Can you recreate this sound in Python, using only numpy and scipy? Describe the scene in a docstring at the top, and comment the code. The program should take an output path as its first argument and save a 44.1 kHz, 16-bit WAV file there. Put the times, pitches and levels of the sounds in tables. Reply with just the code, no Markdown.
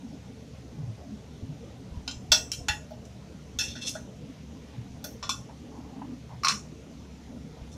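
"""First one hears a gas burner rumbling low at the stove and sauce sizzling faintly: shaped noise, narrow
hum resonances and fine pops. Food plops and pan shifts are low decaying sines; slides and cloth are noise.
In front, a fork knocks and scrapes tuna out of a tin can over a frying pan, then is laid down with a clatter:
damped beating modes with a crack and a crash, the scrape a train of tiny slips.
A small tiled kitchen answers with a short diffuse tail; one microphone channel."""
import sys
import numpy as np
from scipy import signal
from scipy.fft import rfft, irfft, next_fast_len
from scipy.io import wavfile
from scipy.ndimage import uniform_filter1d, map_coordinates

SR = 44100
rng = np.random.default_rng(int(sys.argv[2]) if len(sys.argv) > 2 else 0)


def to_wav(s):
    """Save 16-bit WAV."""
    ch = np.atleast_2d(s).T  # columns
    pcm = np.round(np.clip(ch, -1, 1) * 32767)  # PCM
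    wavfile.write(sys.argv[1], SR, pcm.astype(np.int16))


N = 342642  # samples

# Spectra and modes carry relative levels; sounds are scaled to their level afterwards.
# burner rumble: [f/Hz, density level/dB]
BURNER = [(12, -55), (20, -30), (38, -11), (46, -28), (64, -4.5), (93, -1.5), (113, 1), (160, -4),
          (178, -3.5), (242, -2.5), (387, -11), (439, -7.5), (630, -12.5), (905, -19.5), (1500, -26.5),
          (1950, -48), (3300, -120)]
# surging low rumble: [f/Hz, density level/dB]
SWELL = [(90, -20), (170, -10), (275, 3.5), (340, -20.5), (460, -18.5), (800, -52), (2000, -120)]
# surges of that rumble, before the swell gain: [start t/s, length t/s, level/dB]
SURGES = [(0, 0.36, -46.5), (.42, 0.059, -42), (.73, 0.027, -34), (4.23, 0.077, -38.5), (6.7, 0.11, -45),
          (7.27, 0.11, -48)]
SURGE_ATTACK_S, SURGE_RELEASE_S = 0.015, 0.11
# narrow resonances of the hum, before the hum gain: [f/Hz, width f/Hz, rms level/dB]
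HUM = [(70.3, 13.3, -51), (121.9, 2.9, -54), (153.6, 9.2, -53.5), (192.4, 25, -55), (236.1, 5.2, -56),
       (435, 18, -64.5)]
# sizzling sauce: [f/Hz, density level/dB]
SIZZLE = [(710, -11), (1200, -10.5), (1900, -2), (3200, -3), (4900, -5.5), (6000, -3), (6900, -7),
          (7800, -14), (10000, -17.5), (13500, -23.5), (15500, -30)]
# decay of the tiled kitchen: [f/Hz, t60 t/s]
KITCHEN = [(100, 0.3), (1000, 0.23), (4800, 0.18), (5300, 0.27), (6300, 0.31), (8500, 0.32), (14000, 0.26)]

# dull slides on the stove top: [start t/s, length t/s, level/dB]
SLIDES = [(5.71, 0.08, -53), (5.84, 0.055, -57), (5.955, 0.056, -55), (6.29, 0.052, -52)]
SLIDE_ATTACK_S, SLIDE_RELEASE_S = 0.014, 0.17
# dull knocks on the stove top: [start t/s, length t/s, level/dB]
NUDGES = [(5.488, 0.022, -50), (6.015, 0.012, -46.5)]
# colour of slides and dull knocks: [f/Hz, density level/dB]
SLIDE = [(300, -24), (600, -2), (800, 5), (980, 4), (1250, -10.5), (2300, -19), (7000, -72)]
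# faint sleeve rustles as the arm moves: [start t/s, length t/s, level/dB]
RUSTLES = [(4.25, 0.17, -65.5), (4.58, 0.24, -64.5), (7.6, .08, -65)]
# sleeve cloth: [f/Hz, density level/dB]
CLOTH = [(500, -30), (1300, -4), (2300, 2), (3500, -3), (7000, -30)]
# the wooden spoon starts to stir: [start t/s, length t/s, level/dB]
STIR = [(7.71, 0.028, -54.5)]
# soft bumps of food, hand and pan, before rise and bump gain: [t/s, level/dB, f/Hz]
BUMPS = [(0.785, -25, 143.4), (0.829, -22.5, 118), (0.877, -21, 110), (1.11, -29, 211), (1.427, -21, 87),
         (1.489, -26, 144), (1.918, -25, 69.6), (1.971, -20.5, 73), (2.167, -26.5, 77),
         (2.304, -20.5, 66.4), (2.611, -24.5, 78), (2.697, -20, 78), (3.565, -28, 70.6), (4.778, -25, 121),
         (5.245, -31, 73.4), (6.521, -30.5, 200), (7.616, -26.5, 72)]

# tines dragged along the can wall: [start t/s, length t/s, ring level/dB, grit level/dB]
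SCRAPES = [(3.598, 0.054, -51, -40), (3.659, 0.069, -42.5, -56), (3.745, 0.045, -50, -55),
           (3.806, 0.074, -39, -45), (3.858, 0.03, -46, -33.5), (3.932, 0.024, -50, -44)]
SCRAPE_ATTACK_S, SCRAPE_RELEASE_S = 0.023, 0.11
# rasp of tines on tin, also colours the spoon: [f/Hz, density level/dB]
GRIT = [(1200, -38), (2250, -25), (2680, -11), (3050, -21), (3580, 12), (3850, -20), (4300, 5), (4800, -19),
        (5150, 7), (5900, 8), (7000, 0), (11000, -13), (14500, -48)]

# light ticks of the tines:
# [t/s, thud, body, ring, shimmer, sparkle level/dB, hardness level/dB]
TICKS = [(2.0772, -49, -48.5, -36, -41.5, -58, -1.5), (2.111, -74, -66, -46.5, -46.5, -67, 0),
         (2.5171, -62, -58.5, -41, -33, -46.5, 2), (2.533, -72, -60, -45, -51, -52, -5),
         (3.052, -80, -75, -70, -60, -70.5, -3), (3.8799, -73, -70, -46.5, -41, -58, -3),
         (3.8925, -75, -70, -50.5, -41, -48, 3)]
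# fork blows on the can, and one later tap, perhaps on the pan:
# [t/s, thud, body, ring, shimmer, sparkle level/dB,
# ring length factor, place in the can's modes (0 rim, 1 wall), hardness level/dB]
KNOCKS = [(2.3179, -33, -30.5, -18, -19.5, -33.5, 0.74, 0.24, -4),
          (2.6838, -35, -32, -27.5, -34.5, -43, 0.54, 0.93, -6.5),
          (2.9064, -42.5, -80, -66, -67, -71, 0.43, 0, -15),
          (3.5875, -63, -42.5, -32, -31.5, -45, 0.53, 0.67, -10.5),
          (3.6, -56, -49, -33.5, -34.5, -48, 0.8, 0.65, -17),
          (3.752, -56, -48.5, -52, -50, -80, 0.44, 0.27, -23),
          (3.952, -39, -45, -58, -69, -72, 0.26, 0.02, -22),
          (5.0412, -47.5, -49.5, -46, -44, -44, 0.54, 0.15, -10)]
# fork set down and rocking: [t/s, thud, body, ring, shimmer, sparkle level/dB,
# ring length factor, place (0 tines, 1 handle), hardness level/dB]
CLATTER = [(5.2269, -44.5, -45, -43, -43, -64, 1.6, 0.81, -9),
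           (5.292, -36, -40.5, -32, -33, -45.5, 0.92, 0.84, -11),
           (6.4344, -57, -35, -43, -42, -60, 0.45, 0.05, -10),
           (6.4462, -36, -28.5, -29, -31, -47, 0.83, 0.028, -7.5),
           (6.47, -43, -30.5, -35, -47, -62, 0.24, 0, -6),
           (6.483, -39, -40, -28.5, -27.5, -42, 0.5, 0.39, -5),
           (6.4921, -55, -34, -30.5, -35, -48, 0.5, 0.054, -10),
           (6.4961, -45.5, -36, -51, -41, -56, 0.42, 0.13, 1),
           (6.5089, -50, -38.5, -41, -43, -60, 0.33, 0.0049, -7),
           (6.522, -64, -48, -42, -53, -57, 0.3, 0, 6)]
# thud, body, ring, shimmer, sparkle: [low edge f/Hz, high edge f/Hz]
BANDS = [(250, 1100), (1100, 2200), (2200, 4900), (4900, 8000), (8000, 17000)]
# tines ringing freely: [f/Hz, level/dB, t60 t/s]
TINES = [(1455, 0, 0.075), (2393, -4.5, 0.073), (2770, -1.5, 0.14), (3150, 0, 0.14), (4100, 5, .07),
         (5340, 5, 0.075), (6060, 7, 0.064)]
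# can with the fork on it, t60 before the length factor: [f/Hz, rim level/dB, wall level/dB, t60 t/s]
CAN = [(623, -3.5, -18, 0.22), (843.5, -16, 0, 0.21), (1451, 2.5, 5, 0.15), (1694, -18, 1.5, 0.28),
       (1886, -17, 0, 0.29), (2404, -3.5, -19.5, 0.1), (2663, -8, 2, 0.28), (3194, -11, -16.5, 0.29),
       (3440, 9, 8, 0.11), (3510, 5, 8.5, 0.06), (4120, 3, -11.5, 0.17), (4290, -3, 2, 0.11),
       (4510, 8, -15, 0.13), (5260, 2.5, 1.5, 0.13), (5570, 3, -7.5, 0.19), (5950, 8, -1, 0.1),
       (6230, -4, 1, 0.075), (7500, -24, -8, 0.11), (12900, 3, -34, 0.08), (15500, 4, -39, 0.076)]
# fork on the stove top, t60 before the length factor: [f/Hz, tines level/dB, handle level/dB, t60 t/s]
FORK = [(1071, 6, -1.5, 0.056), (1167, 11.5, -8, 0.038), (1410, -23, -15.5, 0.19), (2360, 2.5, -7.5, 0.054),
        (2590, -7, -9.5, 0.18), (3460, -19, 7, 0.13), (4110, 3, -6, 0.11), (4320, 2, -4, 0.11),
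        (5190, 5, -2, 0.095), (5350, 4, 10, 0.074), (5570, 13, -2, 0.06), (5810, -1, 10, 0.07),
        (5960, 2, -2, 0.11), (7300, -11, -1, 0.084), (9360, -17, -20, .09)]
# crowded, short-lived overtones of thin metal: [f/Hz, density level/dB]
CRASH = [(300, -34), (700, -15), (1100, -6.5), (2100, -7), (2700, -2), (4300, -3.5), (4850, 3.5),
         (5500, 3.5), (6500, 2.5), (7800, -7.5), (11000, -18), (15500, -28)]
LEAD_S = .01  # silence ahead of each blow
TOP_HZ = 15520  # upper band limit of the recorder


def amp(db):
    """Decibels to gain."""
    return 10 ** (np.asarray(db) / 20)


def unit(x):
    """Scale to rms 1."""
    return x / np.sqrt(np.mean(x ** 2) + 1e-20)


def along(points, hz):
    """Interpolate (f/Hz, value) points on a log frequency axis."""
    f, v = np.transpose(points)
    return np.interp(np.log(hz + 1), np.log(f + 1), v)


def wobble(rate):
    """A smooth random curve through rate knots a second."""
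    knots = rng.standard_normal(int(N * rate / SR) + 4)
    return map_coordinates(knots, [np.arange(N) * rate / SR])


def filtered(x, response):
    """Multiply the spectrum of x by a response of frequency."""
    m = next_fast_len(len(x) + SR // 4)
    hz = np.fft.rfftfreq(m, 1 / SR)
    return irfft(rfft(x, m) * response(hz), m)[:len(x)]


def coloured(x, spectrum):
    """Shape x by a table of (f/Hz, level/dB) and scale to rms 1."""
    return unit(filtered(x, lambda hz: amp(along(spectrum, hz))))


def noise(spectrum, size):
    """Coloured noise of rms 1."""
    return coloured(rng.standard_normal(size), spectrum)


def patchy(x, depth_db, size):
    """Let spectral regions, size bins of 43 Hz wide, swell and sink on their own; rms 1."""
    z = signal.stft(x, nperseg=1024)[2]
    across_bins = uniform_filter1d(rng.standard_normal(z.shape), size, 0)
    field = uniform_filter1d(across_bins, 6, 1)  # smooth over frames
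    return unit(signal.istft(z * amp(depth_db * unit(field)), nperseg=1024)[1][:len(x)])


def strokes(rows, attack_s, release_s):
    """Gain per sample: each stroke builds up, holds for its length, then dies by 60 dB per release."""
    t = np.arange(N) / SR
    gain = np.zeros(N)
    for s, length, db in rows:
        rise = np.clip((t - s) / attack_s, 0, 1)
        fall_db = -60 * np.clip((t - s - length) / release_s, 0, 2)
        gain += rise * amp(db + fall_db)
    return gain


def add(track, s, sound):
    """Mix a sound into the track at time s."""
    part = track[max(round(s * SR), 0):][:len(sound)]
    part += sound[:len(part)]


def in_kitchen(x, wet_db):
    """Direct sound plus a slightly later diffuse tail whose decay time depends on frequency."""
    hz, t, z = signal.stft(rng.standard_normal(SR // 2), SR, nperseg=256)
    decay = amp(-60 * t / along(KITCHEN, hz)[:, None])
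    tail = signal.istft(z * decay, SR, nperseg=256)[1]
    tail = np.pad(tail / np.linalg.norm(tail), (130, 0))  # 3 ms behind the direct sound
    return x + amp(wet_db) * signal.fftconvolve(x, tail)[:len(x)]


def burner(level_db=-48.5):
    """The flame's lumpy rumble: low noise whose level and spectral regions waver."""
    return amp(level_db) * patchy(noise(BURNER, N) * amp(wobble(25)), depth_db=3.5, size=3)


def surges(swell_db=-5.0, rest_db=-51, restless_db=6.0):
    """Low rumble at the stove: restless noise that surges at set times."""
    gain = amp(rest_db + restless_db * wobble(4.6)) + strokes(SURGES, SURGE_ATTACK_S, SURGE_RELEASE_S)
    return amp(swell_db) * gain * patchy(noise(SWELL, N), depth_db=5.5, size=2)


def hum(hum_db=-1):
    """Noise through narrow resonances makes a low hum."""
    track = np.zeros(N)
    for hz, width, db in HUM:
        resonance = filtered(rng.standard_normal(N), lambda f: 1 / (1 + ((f - hz) / width * 2) ** 2))
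        track += amp(db + hum_db) * unit(resonance)
    return track


def sizzle(level_db=-60.5, pops_per_s=120, pop_db=-15):
    """Fine bubbles in the sauce: hiss mixed with sparse random pops."""
    pops = (rng.random(N) < pops_per_s / SR) * rng.standard_normal(N)
    fizz = patchy(rng.standard_normal(N) + amp(pop_db) * unit(pops), depth_db=1.3, size=14)
    return amp(level_db) * coloured(fizz, SIZZLE)


def stove():
    """The steady background: flame, surges, hum and sauce together."""
    return burner() + surges() + hum() + sizzle()


def sleeve():
    """Cloth rustles as gently uneven noise under slow strokes."""
    gain = strokes(RUSTLES, attack_s=0.035, release_s=0.17)
    return gain * unit(noise(CLOTH, N) * amp(1.1 * wobble(40)))


def spoon():
    """The wet rub of the wooden spoon: a brief stroke of gritty noise."""
    return strokes(STIR, attack_s=0.017, release_s=0.17) * noise(GRIT, N)


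def slides():
    """Dull knocks and uneven sliding on the stove top, from noise of fluctuating level."""
    push = strokes(SLIDES, SLIDE_ATTACK_S, SLIDE_RELEASE_S)
    push += strokes(NUDGES, attack_s=0.0016, release_s=0.13)
    return push * unit(noise(SLIDE, N) * amp(2.4 * wobble(100)))


def handling():
    """Sliding, sleeve and spoon with very little of the room."""
    return in_kitchen(slides() + sleeve() + spoon(), wet_db=-25)


def bumps(t60=0.13, rise=0.0055, gain_db=-1):
    """Soft, heavy contacts push a few low cycles out of pan and stove."""
    track, t = np.zeros(N), np.arange(SR // 3) / SR
    for s, db, hz in BUMPS:
        envelope = amp(db + gain_db - 60 * t / t60) * (1 - np.exp(-t / rise))
        add(track, s, envelope * np.sin(2 * np.pi * hz * t))
    return in_kitchen(track, wet_db=-5.0)


def struck(modes, place, length):
    """Modes (f/Hz, level/dB, t60/s) excited between the two ends, with t60 scaled by length for the grip."""
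    place = np.clip(place, 0, 1)
    return [(hz, near + place * (far - near), t60 * length) for hz, near, far, t60 in modes]


def ringing(modes, t, scatter_db, waver, split_hz=32):
    """Damped modes in beating pairs; the shifting contact varies strengths and lets phases wander."""
    hz, db, t60 = np.transpose(modes)[:, :, None]
    strength, start, split = rng.standard_normal((3, len(modes), 1))
    walk = np.cumsum(rng.standard_normal((len(modes), len(t))), 1)
    drift = uniform_filter1d(walk, 60, axis=1)
    cycles = hz * t + start + waver * np.sqrt(hz) * drift / SR
    partner = cycles + split_hz * (2 + split) * t  # typically twice split_hz above
    pair = np.sin(2 * np.pi * cycles) + .5 * np.sin(2 * np.pi * partner)
    return np.sum(amp(db + scatter_db * strength - 60 * t / t60) * pair, 0)


def scrape(slips_per_s=1100, damping=0.64, uneven_db=5, bend=0.008):
    """Tines slip in tiny uneven jerks, ringing the can wall under a rasp; changing pressure bends its pitch."""
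    slips = (rng.random(N) < slips_per_s / SR) * amp(uneven_db * rng.standard_normal(N))
    wall = [mode for mode in struck(CAN, 1, damping) if 2500 < mode[0] < 7000]
    tone = ringing(wall, np.arange(SR // 4) / SR, scatter_db=1, waver=7)
    ring = signal.fftconvolve(slips, tone)[:N]
    ring = patchy(ring, depth_db=1.5, size=8)  # the moving contact favours now one mode, now another
    ring = map_coordinates(ring, [np.arange(N) + np.cumsum(bend * wobble(20))])
    grit = coloured(slips + 0.18 * rng.standard_normal(N), GRIT)
    ring_rows = [(s, length, db) for s, length, db, _ in SCRAPES]
    grit_rows = [(s, length, db) for s, length, _, db in SCRAPES]
    ring_gain = strokes(ring_rows, SCRAPE_ATTACK_S, SCRAPE_RELEASE_S)
    grit_gain = strokes(grit_rows, SCRAPE_ATTACK_S, SCRAPE_RELEASE_S)
    return in_kitchen(ring_gain * ring + grit_gain * grit, wet_db=-8.0)


def blow(modes, levels, hard_db, crash_t60, rise, crack_db=7, crack_t60=0.0086):
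    """Metal on metal: ringing, a sharp crack and a short crash; harder contacts crash more and start faster."""
    t = np.arange(SR // 2) / SR
    overtones = patchy(noise(CRASH, len(t)), depth_db=4.5, size=3)  # each contact favours its own few
    decay = amp(-60 * t / crash_t60) + amp(crack_db - 60 * t / crack_t60)
    crash = amp(hard_db) * decay * overtones
    tone = ringing(modes, t, scatter_db=1, waver=10)
    tone = tone / np.std(tone[:SR // 200])  # by its first 5 ms
    attack = 1 - np.exp(-t * amp(hard_db) / rise)
    lead = round(LEAD_S * SR)  # room for the zero-phase filters to ring ahead
    hit = np.pad(in_kitchen((crash + tone) * attack, wet_db=-4.0), (lead, 0))
    out = np.zeros(len(hit))
    for db, edges in zip(levels, BANDS):
        band = signal.butter(4, edges, "bandpass", fs=SR, output="sos")
        part = signal.sosfiltfilt(band, hit)
        out += amp(db) * part / np.std(part[lead:][:SR // 40])  # level over the first 25 ms
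    return out


def ticks(track):
    """Light contacts set the tines ringing freely."""
    for s, *levels, hard_db in TICKS:
        add(track, s - LEAD_S, blow(TINES, levels, hard_db, crash_t60=0.082, rise=0.0006))


def knocks(track):
    """The fork strikes thin metal, mostly the can; the can's modes, mixed by place, serve for every blow."""
    for s, *levels, length, place, hard_db in KNOCKS:
        modes = struck(CAN, place, length)
        add(track, s - LEAD_S, blow(modes, levels, hard_db, crash_t60=0.1 * length, rise=0.0014))


def clatter(track):
    """The fork is set down and rocks on the stove top, landing between tines and handle."""
    for s, *levels, length, place, hard_db in CLATTER:
        modes = struck(FORK, place, length)
        add(track, s - LEAD_S, blow(modes, levels, hard_db, crash_t60=0.11 * length, rise=0.00075))


def metal():
    """All blows of the fork, each with its own room tail."""
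    track = np.zeros(N)
    ticks(track)
    knocks(track)
    clatter(track)
    return track


def scene():
    """Everything at the stove, in one channel."""
    return (stove() + handling() + bumps() + scrape() + metal())[None]


def record(dry):
    """The recorder rounds off the highest peaks and keeps nothing above its band limit."""
    rounded = dry / (1 + np.abs(dry / .62) ** 8) ** (1 / 8)
    return np.array([filtered(channel, lambda hz: 1 / (1 + (hz / TOP_HZ) ** 180)) for channel in rounded])


dry = scene()
out = record(dry)
to_wav(out)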